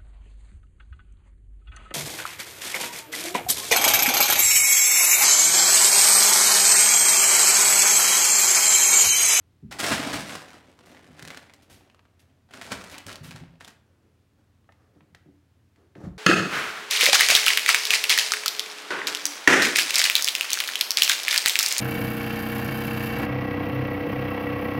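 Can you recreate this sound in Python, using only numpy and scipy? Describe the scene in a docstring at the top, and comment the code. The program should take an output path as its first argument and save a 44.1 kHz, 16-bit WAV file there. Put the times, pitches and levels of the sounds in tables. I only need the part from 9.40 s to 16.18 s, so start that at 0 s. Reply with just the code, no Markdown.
"""Stiff packing paper crackles and snaps as two cats pounce on it; then one leaps onto a cat tree and drops down it.
Creases are tiny noise bursts and ringing clicks that follow the weight on the sheet; slaps and slides are shaped crackle.
Paws thud on floor and tree as sets of fading tones, while claws tick and fur brushes on the tree's carpet.
The living room adds a brief echo, over the noise of room air and the steady tones of a quiet appliance."""
import sys
import numpy as np
from scipy import signal
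from scipy.fft import rfft, irfft, next_fast_len
from scipy.io import wavfile
from scipy.ndimage import map_coordinates

SR = 44100
rng = np.random.default_rng(int(sys.argv[2]) if len(sys.argv) > 2 else 0)


def file_out(sig):
    """Save sig as 16-bit WAV at sys.argv[1]."""
    # one column per channel
    cols = np.atleast_2d(sig).T
    # limit, then scale
    lim = np.clip(cols, -1, 1)
    pcm = np.round(lim * 32767).astype(np.int16)
    wavfile.write(sys.argv[1], SR, pcm)


N = 298998  # length in samples
# Throughout, t60 is the time in seconds that a sound takes to fade by 60 dB.


def amp(db):
    """Turn decibels into a gain."""
    return 10 ** (np.asarray(db) / 20)


def unit(x):
    """Scale x to an rms level of 1."""
    return x / np.sqrt(np.mean(x ** 2) + 1e-20)


def along(points, hz):
    """Read a curve of (Hz, value) points, with pitch on a log axis."""
    f, v = np.transpose(points)
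    return np.interp(np.log(hz + 1), np.log(f), v)


def add(track, s, sound):
    """Mix a sound into the track, starting at s seconds."""
    part = track[max(round(s * SR), 0):][:len(sound)]
    part += sound[:len(part)]


def colour(x, spectrum, size=4096):
    """Filter x to a curve of (Hz, dB) points, with no sound ahead of its cause (minimum phase)."""
    log_gain = np.log(amp(along(spectrum, np.fft.rfftfreq(size, 1 / SR))))
    cepstrum = irfft(log_gain)
    # Folding the second half onto the first makes the filter respond as early as it can.
    cepstrum[1:size // 2] *= 2
    cepstrum[size // 2 + 1:] = 0
    response = irfft(np.exp(rfft(cepstrum)))
    return signal.fftconvolve(x, response)[:len(x)]


def band(x, edge_hz, kind):
    """Keep the lows, the highs or a band of x with a Butterworth filter."""
    return signal.sosfilt(signal.butter(3, edge_hz, kind, fs=SR, output="sos"), x)


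def wobble(rate):
    """Draw a smooth random curve through rate random points a second."""
    knots = rng.standard_normal(int(N * rate / SR) + 4)
    return map_coordinates(knots, [np.arange(N) * rate / SR])


def creases(rate, spread_db, t60, count=48, size=400):
    """Facets buckle at random, rate times a second, each as a brief fading noise burst of random size."""
    n, t = int(rate * N / SR), np.arange(size) / SR
    bursts = rng.standard_normal((count * size // 10, size)) * amp(-60 * t / t60)
    when, strength, facet = rng.random((n, 3)).T
    sizes = amp(-spread_db * np.log(np.maximum(strength, .02)))
    grains = sizes[:, None] * bursts[(facet * len(bursts)).astype(int)]
    places = (when * N).astype(int)[:, None] + np.arange(size)
    return unit(np.bincount(places.ravel(), grains.ravel(), N)[:N])


# Paws pressing into the sheet. Each row: start in seconds, crackle level in dB, hold in seconds,
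# flapping of the whole sheet in dB above the crackle, crispness in dB above the crackle.
PRESSES = [(0.308, -42.5, .017, 1, -7.5), (0.385, -32, .02, -9, -3.5), (0.426, -29, .08, -6.5, -7),
           (0.502, -28, 0.024, -2, -9.5), (0.58, -35, 0.12, -4, -11), (0.718, -38.5, 0.07, -2.5, -5.5),
           (0.873, -41, 0.046, -7.5, -6.5), (0.92, -42, 0.03, -4.5, -9), (3.139, -51.5, 0.041, 0, -8),
           (3.214, -49.5, 0.071, -2.5, -6), (3.3, -41, 0.034, -5.5, -11.5), (3.385, -52.5, 0.087, -19, -7),
           (3.511, -50.5, 0.064, -5, -16), (3.661, -48, .022, 2, -2.5), (3.679, -44.5, 0.026, -3.5, -21),
           (3.835, -56, 0.11, -11, -16), (3.949, -51, 0.015, -0.5, -10), (4.199, -53, 0.012, -0.5, -9),
           (4.23, -68, 0.0096, -2, -5), (4.27, -49, 0.0041, -3.5, -8)]
PRESS_ATTACK_S = 0.0072  # the paw's weight comes on
SETTLE_S, SETTLE_PER_HOLD = .14, 4.5  # t60 of the settling sheet, longer after a longer press


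def presses():
    """Gains of crackle, flapping and crispness: each press comes on fast, holds, then the sheet settles."""
    power, t = np.zeros((3, N)), np.arange(N) / SR
    for s, db, hold, flap_db, crisp_db in PRESSES:
        settled_db = 60 * np.maximum(t - s - hold, 0) / (SETTLE_S + SETTLE_PER_HOLD * hold)
        gain = np.clip((t - s) / PRESS_ATTACK_S, 0, 1) * amp(db - settled_db)
        power += (amp([[0], [flap_db], [crisp_db]]) * gain) ** 2
    return np.sqrt(power)


# The tone of the crumpling paper. Each row: pitch in Hz, relative level in dB.
PAPER = [(53, -37.5), (90, -2.5), (119, -8.5), (176, -2.5), (260, -1), (289, 3.5), (322, -7), (383, -2.5),
         (418, -8), (672, -3.5), (817, -7.5), (1670, -5), (8810, -16.5), (15800, -32)]


def crumpling(gains, crackle_db=-.5, flap_db=0, crisp_db=0, clump_db=0.5):
    """Small facets crackle and fizz, slightly unevenly; large panels of the sheet flap below them."""
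    facets = creases(rate=1200, spread_db=1.5, t60=0.0073)
    fine = colour(facets * amp(clump_db * wobble(110)), PAPER)
    panels = colour(creases(rate=700, spread_db=3.5, t60=.012), PAPER)
    crackle = unit(band(fine, [620, 5000], "bandpass")) * gains[0]
    flap = unit(band(panels, 760, "lowpass")) * gains[1]
    crisp = unit(band(fine, 5500, "highpass")) * gains[2]
    return amp(crackle_db) * crackle + amp(flap_db) * flap + amp(crisp_db) * crisp


# Crouching cats slowly leaning on the sheet. Each row: moment of most weight in seconds,
# crinkle level in dB, half length in seconds, flapping in dB above the crinkle.
LEANS = [(1.08, -52, 0.098, -1.5), (1.282, -64, 0.11, 3), (1.56, -58, 0.17, 4), (1.892, -52.5, 0.14, -0.5),
         (2.279, -67.5, 0.28, 4), (2.843, -77, 0.16, 5), (3.136, -52, 0.028, -4), (3.389, -58.5, 0.14, 3.5)]


def leans():
    """Gains of crinkle and flapping: the weight comes and goes in a smooth bell."""
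    power, t = np.zeros((2, N)), np.arange(N) / SR
    for s, db, half, flap_db in LEANS:
        bell = np.exp(-((t - s) / half) ** 2)
        power += (amp([[db], [db + flap_db]]) * bell) ** 2
    return np.sqrt(power)


def shifting(gains, crinkle_db=0, flap_db=0, dull_db=-4):
    """Under a slowly shifting weight the creases give way softly and fewer at a time."""
    sheet = colour(creases(rate=380, spread_db=2.5, t60=0.023, size=600), PAPER)
    sheet = colour(sheet, [(2000, 0), (6000, dull_db)])
    crinkle = unit(band(sheet, 720, "highpass")) * gains[0]
    flap = unit(band(sheet, [140, 700], "bandpass")) * gains[1]
    return amp(crinkle_db) * crinkle + amp(flap_db) * flap


# The tone of one click's noisy part. Each row: pitch in Hz, relative level in dB.
CREASE = [(100, -16.5), (500, 0.5), (1600, 0), (4000, 1.5), (8000, -3.5), (16000, -17)]


def clicks(rows, length, ring_t60, ring_db, bright_db, size=2048):
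    """Each click is an impulse smeared over a few milliseconds, with a fading ring at its own pitch."""
    out, t = np.zeros(N), np.arange(size) / SR
    for s, db, hz, treble_db in rows:
        # An even spectrum with the phase of a short noise burst is a smeared impulse.
        phase = np.angle(rfft(rng.standard_normal(size) * np.exp(-(t / length) ** 2)))
        smeared = irfft(np.exp(1j * phase)) * np.exp(-(t / length / 2) ** 2)
        burst = unit(colour(smeared, CREASE))
        ring = unit(np.sin(2 * np.pi * hz * t) * amp(-60 * t / ring_t60))
        click = colour(burst + amp(ring_db) * ring, [(2500, 0.0089), (8000, treble_db + bright_db)])
        add(out, s, amp(db) * click / np.abs(click).max())
    return out


SCATTER_DB = 5  # most that size and treble stray, up or down, among creases under the same load


def buckles(load, rate, top_db, growth, hz, octaves, treble_db, count=300):
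    """Click rows at random moments while the sheet is loaded; more load makes bigger clicks."""
    gap, size, pitch, treble = rng.uniform(-1, 1, (count, 4)).T
    s = np.cumsum(1 + gap) / rate
    share = np.interp(s, np.arange(N) / SR, load / load.max(), right=0)
    db = top_db + growth * 20 * np.log10(share + 1e-9) + SCATTER_DB * size
    rows = np.column_stack([s, db, hz * 2 ** (octaves * pitch), treble_db + SCATTER_DB * treble])
    return rows[share > .003]


# The loudest creases snapping through. Each row: start in seconds, peak level in dB before a shared boost,
# pitch of the facet in Hz, treble in dB before a shared brightness change.
SNAPS = [(0.326, -26.5, 2030, -2.5), (0.402, -17, 2850, 2), (0.464, -16, 1690, -1), (0.522, -15, 1680, -5),
         (0.953, -25, 1280, -1), (1.019, -32, 990, -4), (1.39, -39, 1100, -6), (1.46, -44.5, 1190, 3),
         (1.568, -41, 2050, -13), (1.794, -34, 1690, -3), (1.825, -29, 1750, 0.5), (1.851, -33, 1820, 0),
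         (1.876, -29, 1710, -0.5), (1.904, -27.5, 2060, -8.5), (1.946, -33, 1470, -5),
         (1.973, -28.5, 1790, -3.5), (2.097, -41, 2190, -10.5), (2.137, -37, 2110, 2.5),
         (2.499, -47.5, 2940, -15), (2.546, -45, 1190, -9), (2.593, -44.5, 1030, -18),
         (2.653, -50, 1280, -17), (3.09, -53, 800, -12), (3.137, -33, 1450, -7), (3.214, -25, 1940, -7),
         (3.413, -34, 1250, -5), (3.44, -34, 1570, 1), (3.498, -35.5, 1850, 4.5), (3.543, -31, 2316, -10),
         (3.581, -29.5, 2540, 5.5), (3.666, -30, 3200, 5.5), (3.694, -29.5, 1450, -7),
         (3.717, -33, 1270, -2), (3.728, -29.5, 3770, 5.5), (3.757, -28.5, 4590, 0), (3.909, -32, 2420, -5),
         (3.921, -36, 1640, -3.5), (3.961, -33.5, 1580, -2), (4.208, -34.5, 1820, -8),
         (4.247, -30.5, 3530, 0), (4.278, -36.5, 1610, 1)]
FACET_HZ, FACET_OCTAVES = 1816, .5  # a snapping facet's usual pitch and its scatter
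NEIGHBOUR_S, NEIGHBOUR_DB = .005, -6  # a snap sets off the next crease: usual delay and relative size


def snapping(load, loud_db=1.26, bright_db=-0.5):
    """Stiff creases snap loudly and each sets off a neighbour; many lesser ones follow the load on the sheet."""
    s, db, hz, treble_db = np.transpose(SNAPS)
    pitch, delay, size = rng.uniform(-1, 1, (len(s), 3)).T
    loud = np.column_stack([s, db + loud_db, hz, treble_db])
    next_s = s + NEIGHBOUR_S * 2 ** (delay / 2)
    next_db = db + loud_db + NEIGHBOUR_DB + SCATTER_DB * size
    neighbours = np.column_stack([next_s, next_db, hz * 2 ** (FACET_OCTAVES * pitch), treble_db])
    lesser = buckles(load, rate=32, top_db=-18, growth=0.91, hz=FACET_HZ, octaves=FACET_OCTAVES, treble_db=-3.5)
    rows = np.vstack([loud, neighbours, lesser])
    return clicks(rows, length=0.003, ring_t60=0.0088, ring_db=-3.5, bright_db=bright_db)


PANEL_HZ, PANEL_OCTAVES = 723, .45  # a wide panel's usual pitch and its scatter


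def popping(load):
    """Wide panels pop softly and low, more strongly under more load."""
    rows = buckles(load, rate=16, top_db=-28, growth=.58, hz=PANEL_HZ, octaves=PANEL_OCTAVES, treble_db=-19)
    return clicks(rows, length=0.0084, ring_t60=0.022, ring_db=0, bright_db=5.0)


# Paws slapping the sheet flat. Each row: start in seconds, level in dB, t60 in seconds.
SLAPS = [(0.316, -33.5, 0.055), (0.375, -39.5, .025), (0.394, -26.5, 0.13), (0.44, -24, .1),
         (0.516, -23, 0.22), (0.73, -27, 0.17), (3.215, -35.5, .05), (3.316, -20.5, .065)]


def slaps():
    """A paw crushes many creases at once: dense crackle that starts fast and fades."""
    out, t = np.zeros(N), np.arange(SR // 4) / SR
    press = 1 - np.exp(-t / .003)
    for s, db, t60 in SLAPS:
        add(out, s, amp(db - 60 * t / t60) * press)
    crackle = creases(rate=6000, spread_db=-1, t60=.003, size=128)
    return out * unit(colour(crackle, PAPER))


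def rubs(rows, spectrum, rise):
    """Friction hisses as dense tiny crackle: a quick start, then the surfaces come to rest."""
    out, t = np.zeros(N), np.arange(SR // 2) / SR
    for s, db, length in rows:
        add(out, s, amp(db) * (1 - np.exp(-t / rise)) * np.exp(-(t / length) ** 2))
    crackle = creases(rate=4000, spread_db=1.0, t60=0.0041, size=120)
    return out * unit(colour(crackle, spectrum))


# Paper sliding over itself. Each row: start in seconds, level in dB, length in seconds.
SLIDES = [(1.455, -60.5, 0.11), (2.22, -55.5, 0.023), (2.296, -50, 0.049), (2.325, -61, 0.1),
          (2.791, -58.5, 0.031), (3.22, -52.5, .06), (3.507, -43, 0.04), (3.829, -46.5, 0.066)]
# The tone of that sliding. Each row: pitch in Hz, relative level in dB.
HISS = [(200, 19), (600, 4.5), (2500, 8.5), (6000, 4.5), (12000, -0.5), (16000, -9)]


def slides():
    """Paper rubs on paper with a short hiss."""
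    return rubs(SLIDES, HISS, rise=0.005)


def thuds(rows, modes, focus_db, rise, blur_hz):
    """A padded paw rings the modes near its main pitch most strongly; their pitches drift, so the ring is dull."""
    out, t = np.zeros(N), np.arange(SR // 2) / SR
    mode_hz, mode_db, t60 = np.transpose(modes)[:, :, None]
    for s, db, hz in rows:
        level, side = rng.standard_normal((2, len(modes), 1))
        drift = band(rng.standard_normal((len(modes), len(t))), 60, "lowpass")
        phase = 2 * np.pi * np.cumsum(mode_hz + blur_hz * unit(drift), axis=1) / SR
        # Each mode loses focus_db for every octave between it and the main pitch.
        strength = mode_db + level - focus_db * np.abs(np.log2(mode_hz / hz))
        ring = np.sign(side) * amp(strength - 60 * t / t60) * np.sin(phase)
        thud = ring.sum(0) * (1 - np.exp(-t / rise))
        add(out, s, amp(db) * thud / np.abs(thud).max())
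    return out


# Paws landing on the floor. Each row: start in seconds, peak level in dB, main pitch in Hz, paws in a row.
STEPS = [(0.226, -34.5, 201, 1), (0.246, -33, 117.6, 1), (0.388, -47, 221, 1), (0.524, -32.5, 170, 2),
         (0.729, -28, 220, 1), (1.678, -45.5, 270, 1), (1.824, -41, 223, 1), (3.35, -43, 75, 1),
         (3.659, -38.5, 80, 1), (3.809, -37.5, 168.4, 4)]
# The ringing modes of the floor. Each row: pitch in Hz, relative level in dB, t60 in seconds.
FLOOR = [(57, -7, 0.42), (84.5, -4, 0.21), (115, 6.5, 0.068), (146.5, 3, 0.068), (166, -5.5, 0.4),
         (246, -6, 0.27), (250, -6.5, 0.083), (384, -8, 0.13)]
PAW_GAP_S = .066  # between the paws of a gallop


def footfalls():
    """Paws thud on the floor; the paws of one bound land in an even run at the same level."""
    rows = [(s + k * PAW_GAP_S, db, hz) for s, db, hz, paws in STEPS for k in range(round(paws))]
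    return thuds(rows, FLOOR, focus_db=7.5, rise=.004, blur_hz=16)


# Paws landing on the cat tree. Each row: start in seconds, peak level in dB, main pitch in Hz.
LANDINGS = [(5.29, -45, 1150), (5.56, -48.5, 288), (5.61, -53, 221.3), (5.72, -51, 134),
            (5.856, -46, 329.6), (5.885, -47.5, 308.5), (6.555, -39.5, 397), (6.574, -36.5, 201),
            (6.637, -29, 151.6), (6.65, -38.5, 1010), (6.668, -27, 167), (6.695, -34, 78.3)]
# The ringing modes of the tree. Each row: pitch in Hz, relative level in dB, t60 in seconds.
TREE = [(74.6, -1.5, 0.14), (119.3, -5, 0.16), (159.2, 1, 0.13), (210.7, -8.5, 0.145), (295, -10.5, 0.23),
        (373.7, -10.5, 0.12), (470, -12.5, 0.083), (574, -8, 0.045), (684, -8, 0.056), (771.5, -4, 0.031),
        (885, -12, 0.042), (1237, -3, 0.016), (1540, -25, 0.039), (1820, -5, 0.033)]


def tree_landings():
    """Paws thud on the carpeted tree, which rings at its own modes."""
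    return thuds(LANDINGS, TREE, focus_db=12.0, rise=0.0037, blur_hz=20)


# Claws catching in the tree's carpet. Each row: start in seconds, peak level in dB before a shared boost,
# pitch in Hz, treble in dB before a shared brightness change.
CLAWS = [(5.243, -62, 1110, -35), (5.29, -50.5, 1460, -52), (5.322, -48.5, 2130, -18),
         (5.607, -49, 1080, -41), (5.748, -37.5, 1840, -15), (6.36, -53, 2060, -13),
         (6.553, -42.5, 1750, -26), (6.651, -69, 1210, -28)]
# Fur and paws brushing the carpet. Each row: start in seconds, level in dB, length in seconds.
BRUSHES = [(4.45, -70, 0.21), (4.62, -71.5, 0.077), (4.98, -63.5, 0.043), (5.39, -64, 0.129),
           (5.53, -68.5, 0.14), (6.36, -63, 0.122), (6.556, -50, 0.058), (6.6, -51.5, 0.074),
           (6.634, -46.5, 0.053)]
# The tone of that brushing. Each row: pitch in Hz, relative level in dB.
CARPET = [(150, -5), (350, 4), (600, -1.5), (900, -9.5), (1300, -9.5), (2000, -17), (3000, -26),
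          (6000, -28), (15000, -43)]


def cat_tree(claw_db=1, brush_db=0):
    """Claws tick and fur brushes on the carpeted posts."""
    claws = clicks(CLAWS, length=0.0058, ring_t60=0.0061, ring_db=-5, bright_db=6)
    brushes = rubs(BRUSHES, CARPET, rise=0.0073)
    return amp(claw_db) * claws + amp(brush_db) * brushes


# How long the room rings. Each row: pitch in Hz, t60 in seconds.
ROOM = [(100, 0.47), (400, 0.66), (2000, 0.46), (6000, 0.28), (15000, 0.32)]


def room(x, onset=0.0026, count=20):
    """Echo as fading noise, longest in the mids; it blends through count random tails as the cats move."""
    out, t = np.zeros(N), np.arange(N) / SR
    for centre in np.linspace(0, N / SR, count):
        hz, age, z = signal.stft(rng.standard_normal(SR // 2), SR, nperseg=256)
        fade = amp(-60 * age / along(ROOM, hz)[:, None]) * (1 - np.exp(-age / onset))
        tail = signal.istft(z * fade, SR, nperseg=256)[1]
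        share = np.clip(1 - np.abs(t - centre) * (count - 1) * SR / N, 0, 1)
        near = np.flatnonzero(share)
        echo = signal.fftconvolve(x[near] * np.sqrt(share[near]), tail / np.linalg.norm(tail))
        add(out, near[0] / SR, echo)
    return out


# The tone of the room air. Each row: pitch in Hz, relative level in dB.
AIR = [(25, -36.5), (40, -16.5), (55, -14), (90, -8.5), (140, -13), (190, -15.5), (290, -18), (450, -24),
       (800, -30.5), (1500, -32), (3000, -36.5), (8000, -44.5), (15800, -49.5)]
# The tones of the appliance. Each row: pitch in Hz, rms level in dB.
HUM = [(50, -91.5), (85.1, -67.5), (98.9, -72.5), (121.7, -73), (221, -81.5), (293, -84.5)]


def background(air_db=-66):
    """Room air is shaped noise; an appliance hums in several steady tones."""
    t = np.arange(N) / SR
    hum = sum(amp(db) * np.sqrt(2) * np.sin(2 * np.pi * (hz * t + rng.random())) for hz, db in HUM)
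    air = unit(colour(rng.standard_normal(N), AIR))
    return hum + amp(air_db) * air


def scene(paper_room_db=-6, snap_room_db=-8, tree_room_db=-8, thud_room_db=-8):
    """Add up paper, paws, cat tree, their echo and the background."""
    pressed, leaned = presses(), leans()
    load = np.hypot(pressed[0], leaned[0])
    snaps = snapping(load) + popping(load)
    paper = crumpling(pressed) + shifting(leaned) + slaps() + slides()
    paws = footfalls() + tree_landings()
    tree = cat_tree()
    paper_sent = amp(paper_room_db) * paper + amp(snap_room_db) * snaps
    echo = room(paper_sent + amp(tree_room_db) * tree + amp(thud_room_db) * paws)
    return (paper + snaps + tree + paws + echo + background())[None]


LOW_HZ, TOP_HZ = 48, 15900  # the microphone's range


def record(dry):
    """The microphone weakens the deepest bass and keeps nothing above its band limit."""
    m = next_fast_len(N + SR // 2)
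    spectrum = rfft(band(dry, LOW_HZ, "highpass"), m)
    kept = np.fft.rfftfreq(m, 1 / SR) < TOP_HZ
    return irfft(spectrum * kept, m)[:, :N]


dry = scene()
out = record(dry)
file_out(out)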